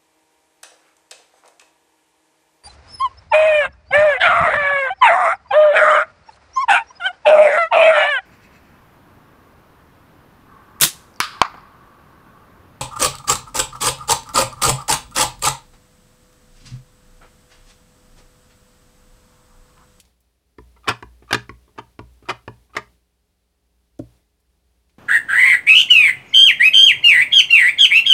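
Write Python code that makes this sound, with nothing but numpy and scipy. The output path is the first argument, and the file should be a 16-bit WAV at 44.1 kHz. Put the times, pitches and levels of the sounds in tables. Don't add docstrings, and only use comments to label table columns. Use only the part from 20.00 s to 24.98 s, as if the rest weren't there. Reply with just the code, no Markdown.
import sys
import numpy as np
from scipy import signal
from scipy.fft import rfft, irfft
from scipy.io import wavfile
from scipy.ndimage import uniform_filter1d, minimum_filter1d

SR = 44100
rng = np.random.default_rng(int(sys.argv[2]) if len(sys.argv) > 2 else 0)


def makeup_ratio(level_db):
    decades = np.asarray(level_db, float) / 20
    return 10 ** decades


def store_wav(level_fs):
    pcm = np.round(np.clip(np.atleast_2d(level_fs), -1, 1) * 32767)
    wavfile.write(sys.argv[1], SR, pcm.T.astype(np.int16))


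N = 219744
RING_SAMPLES = int(0.45 * SR)


def peak(x, db):
    return x * makeup_ratio(db) / np.max(np.abs(x))


def add(track, s, x):
    i = max(int(s * SR), 0)
    track[i:i + len(x)] += x[:N - i]


def band(x, hz, width):
    edges = [hz / width, min(hz * width, 0.45 * SR)]
    return signal.sosfilt(signal.butter(2, edges, "band", fs=SR, output="sos"), x)


def decay(t, t60):
    return np.exp(-np.log(1000) * t / t60)


# start_s, case_peak_db, desk_peak_db, sway_peak_db
PAD_TAPS = [(0.5842, -36, -31.5, -41), (1.0253, -25.5, -31, -39.5), (1.4931, -23.5, -29, -39),
            (1.9911, -25, -25.5, -38.5), (2.4783, -22, -23.5, -51.5)]


def taps():
    out = np.zeros(N)
    for s, case_db, desk_db, sway_db in PAD_TAPS:
        push = force(contact_ms=0.6, rattle_ms=1.7)
        strike(out, s, push, case_db, desk_db, sway_db, held=True, at_card=False)
    return out


# start_s, case_peak_db, desk_peak_db
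CASE_KNOCKS = [(.763, -47, -56), (.862, -35.5, -51.5), (0.8744, -16, -30.5), (0.8802, -6, -20),
               (.887, -4.5, -15.5), (.898, -14, -21), (.909, -16, -32.5), (1.223, -47, -40.5),
               (1.3085, -14.5, -27.5), (1.328, -3.5, -12.5), (1.3447, -5, -18), (1.678, -50, -48.5),
               (1.759, -49, -50), (1.778, -28, -42), (1.7855, -20, -27), (2.225, -49.5, -40.5),
               (2.277, -39, -49.5), (2.287, -15, -28.5), (2.293, -10.5, -23), (2.3004, -14.5, -37),
               (2.3086, -22, -31), (2.695, -50, -54), (2.7514, -29.5, -40), (2.766, -10, -22),
               (2.78, -24, -31)]


def knocks():
    out = np.zeros(N)
    for s, case_db, desk_db in CASE_KNOCKS:
        contact_ms = 0.097 - 0.024 * case_db
        rattle_ms = 2.6 - 0.1235 * case_db
        sway_db = desk_db - 39.5
        strike(out, s, force(contact_ms, rattle_ms), case_db, desk_db, sway_db, held=False, at_card=False)
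    return out


# start_s, case_peak_db, desk_peak_db, sway_peak_db
CARD_PRESS = [(3.9923, -43.5, -18, -40.5)]


def press():
    out = np.zeros(N)
    for s, case_db, desk_db, sway_db in CARD_PRESS:
        push = force(contact_ms=0.97, rattle_ms=2.55)
        strike(out, s, push, case_db, desk_db, sway_db, held=True, at_card=True)
    return out


def strike(out, s, push, case_db, desk_db, sway_db, held, at_card):
    first_push = push[:int(0.002 * SR)]
    lean = np.hanning(int(0.012 * SR))
    add(out, s, peak(signal.fftconvolve(push, case(held)), case_db))
    add(out, s, peak(signal.fftconvolve(first_push, desk(at_card)), desk_db))
    add(out, s, peak(signal.fftconvolve(lean, sway()), sway_db))


def force(contact_ms, rattle_ms):
    t = np.arange(int(0.05 * SR)) / SR * 1000
    chance = rng.random((2, len(t)))
    age = t / max(rattle_ms, 0.3)
    touches = chance[0] < 0.12
    bumps = touches * (2 * chance[1] - 1) * 1.26 * np.sqrt(age) * np.exp(-age)
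    bumps[0] = 1
    u = 4 * t[:200] / max(contact_ms, 0.03)
    pulse = u * np.exp(-u)
    return np.convolve(bumps, pulse)


def ring(hz, db, t60, scatter_db, spread, neighbour_sign=1):
    t = np.arange(RING_SAMPLES)[:, None] / SR
    detune, weight = rng.standard_normal((2, len(hz)))
    waves = np.sin(2 * np.pi * hz * (1 + spread * detune) * t) * decay(t, t60)
    sign = neighbour_sign ** np.arange(len(hz))
    return waves @ (makeup_ratio(db + scatter_db * weight) * sign)


# pitch_hz, loose_level_db, held_level_db, t60_s
CASE_MODES = [(910, -17, -10, .03), (997, -15, -12.5, 0.086), (1086, -6, -1.5, .025),
              (1171, -1.5, -5, 0.028), (1401, -4, -9.5, 0.026), (1712, -3, -12, 0.028),
              (2017, -2.5, -12, .02), (2432, -1, -6.5, .02), (2757, -5, -14, .015), (3105, -3, -15, 0.016),
              (3380, -1.5, -8.5, .015), (4680, -1.5, -7, 0.014), (5364, -3, -7.5, 0.023),
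              (8500, -3.5, -10, .007)]


def case(held):
    hz, loose_db, held_db, t60 = np.transpose(CASE_MODES)
    db = held_db if held else loose_db
    modes = ring(hz, db, t60, scatter_db=2, spread=0.02, neighbour_sign=-1)
    return modes + crack() * makeup_ratio(db[-1] - loose_db[-1])


def crack():
    t = np.arange(RING_SAMPLES) / SR
    clack = band(rng.standard_normal(len(t)), 1700, 2.37) * decay(t, 0.02)
    dry_crack = band(rng.standard_normal(len(t)), 5600, 2.0) * decay(t, 0.013)
    return makeup_ratio(13) * clack + makeup_ratio(11) * dry_crack


# pitch_hz, pad_level_db, card_level_db, t60_s
DESK_MODES = [(118.5, -8.5, -15, 0.25), (163.83, -18.5, -20.5, .15), (200, -17, -33, 0.22),
              (256.8, -9.5, -9, .11), (312, -2.5, 2.5, 0.07), (365.3, -1, -13, 0.074),
              (417.4, -2, -16, .09), (500.7, -11, -9.5, .05), (590, -12.5, -5.5, 0.05),
              (705, -15, -17, .04)]


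def desk(at_card):
    hz, pad_db, card_db, t60 = np.transpose(DESK_MODES)
    rise_s = 0.001
    db, sign = (card_db, -1) if at_card else (pad_db, 1)
    modes = ring(hz, db, t60, scatter_db=1, spread=0.005, neighbour_sign=sign)
    return modes * (1 - np.exp(-np.arange(len(modes)) / (rise_s * SR)))


# pitch_hz, level_db, t60_s
SWAY_MODES = [(60, 0.5, 0.88), (84, -8.5, 0.38)]


def sway():
    hz, db, t60 = np.transpose(SWAY_MODES)
    return ring(hz, db, t60, scatter_db=1, spread=0.005)


# start_s, length_s, level_db (relative)
INK_SQUEAKS = [(0.833, 0.0062, -57.5), (.842, 0.018, -50), (1.277, 0.011, -55.5), (1.289, .018, -47),
               (2.254, .019, -54.5), (2.734, .017, -49.5)]


def squeaks():
    out = np.zeros(N)
    slip_hz = 1210
    for s, length_s, db in INK_SQUEAKS:
        n = int(length_s * SR)
        noise = rng.standard_normal((3, n))
        pitch_wobble, level_wobble = uniform_filter1d(noise[:2], size=60, axis=1) * 4.6
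        phase = 2 * np.pi * np.cumsum(slip_hz * (1 + 0.1 * pitch_wobble)) / SR
        tone = np.sin(phase) + 0.18 * np.sin(2 * phase) + 0.05 * np.sin(3 * phase)
        rough = tone + 0.55 * band(noise[2], 1800, 1.9)
        level = makeup_ratio(db + 4.5 + 3.0 * level_wobble)
        add(out, s, level * rough * signal.windows.tukey(n, 0.2))
    return out


# start_s, peak_db, centre_hz
DRY_TICKS = [(.0, -34.5, 5270), (.051, -48, 3640), (.205, -47.5, 10700), (2.135, -58, 7800),
             (3.99, -41.5, 4780), (4.401, -52, 8520), (4.895, -50, 2513)]


def ticks():
    out = np.zeros(N)
    t = np.arange(int(0.1 * SR)) / SR
    for s, db, hz in DRY_TICKS:
        burst = band(rng.standard_normal(len(t)), hz, 2.0) * decay(t, 0.062)
        add(out, s, peak(burst, db))
    return out


# centre_hz, t60_s
ROOM_DECAY = [(250, 0.15), (700, 0.2), (2000, 0.2), (5000, .21), (11000, 0.093)]


def room(x):
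    t = np.arange(RING_SAMPLES) / SR
    tail = np.zeros(len(t))
    for hz, t60 in ROOM_DECAY:
        tail += band(rng.standard_normal(len(t)), hz, 1.7) * hz ** -0.15 * decay(t, t60)
    tail *= np.clip(t / 0.0052 - 0.3, 0, 1)
    tail /= np.sqrt(np.sum(tail ** 2))
    return signal.fftconvolve(x, tail)[:N] * makeup_ratio(-18)


# pitch_hz, density_db (per Hz)
AIR_SPECTRUM = [(20, -9), (45, -4), (75, -5.5), (120, -17.5), (300, -20), (700, -25), (1300, -30.5),
                (4500, -31), (7000, -35.5), (10000, -33.5), (16000, -40.5)]


def air():
    hz, db = np.transpose(AIR_SPECTRUM)
    f = np.fft.rfftfreq(N, 1 / SR)
    shape = makeup_ratio(np.interp(np.log(f + 1), np.log(hz), db))
    noise = irfft(rfft(rng.standard_normal(N)) * shape, N)
    return noise / np.std(noise) * makeup_ratio(-60.5)


def walk(rate):
    k = int(SR / rate)
    held = np.repeat(rng.standard_normal(N // k + 1), k)
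    return uniform_filter1d(uniform_filter1d(held, k), k)[:N]


# pitch_hz, level_db (rms, before the waver)
MAINS_LINES = [(59.2, -61.5), (177.6, -74.5), (296.1, -82), (414.5, -77), (532.9, -87.5), (721.4, -87)]


def hum():
    t = np.arange(N) / SR
    out = np.zeros(N)
    for k, (hz, db) in enumerate(MAINS_LINES):
        level = np.sqrt(2) * makeup_ratio(db + 2 * walk(4.3))
        out += level * np.sin(2 * np.pi * hz * t + k)
    return out


def scene():
    near = taps() + knocks() + press() + squeaks() + ticks()
    return (near + room(near) + air() + hum())[None]


def band_limit(x):
    return signal.sosfilt(signal.butter(12, 16500, fs=SR, output="sos"), x)


def record(dry):
    quiet_db, open_at_db, hold_s, close_s = -9.5, -56.5, 0.077, 0.025
    dry = signal.sosfilt(signal.butter(3, 45, "high", fs=SR, output="sos"), dry)
    power = uniform_filter1d(band(dry[0], 1100, 14.0) ** 2, size=300)
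    opened = 1 / (1 + np.exp((open_at_db - 10 * np.log10(power + 1e-14)) / 1.5))
    hold = int(hold_s * SR)
    held = -minimum_filter1d(-opened, hold, origin=(hold - 1) // 2)
    keep = np.exp(-1 / (close_s * SR))
    sinking = signal.lfilter([1 - keep], [1, -keep], held)
    gate = np.maximum(held, sinking)
    mix = dry * makeup_ratio(quiet_db * (1 - gate))
    return band_limit(mix)


dry = scene()
out = record(dry)
store_wav(out)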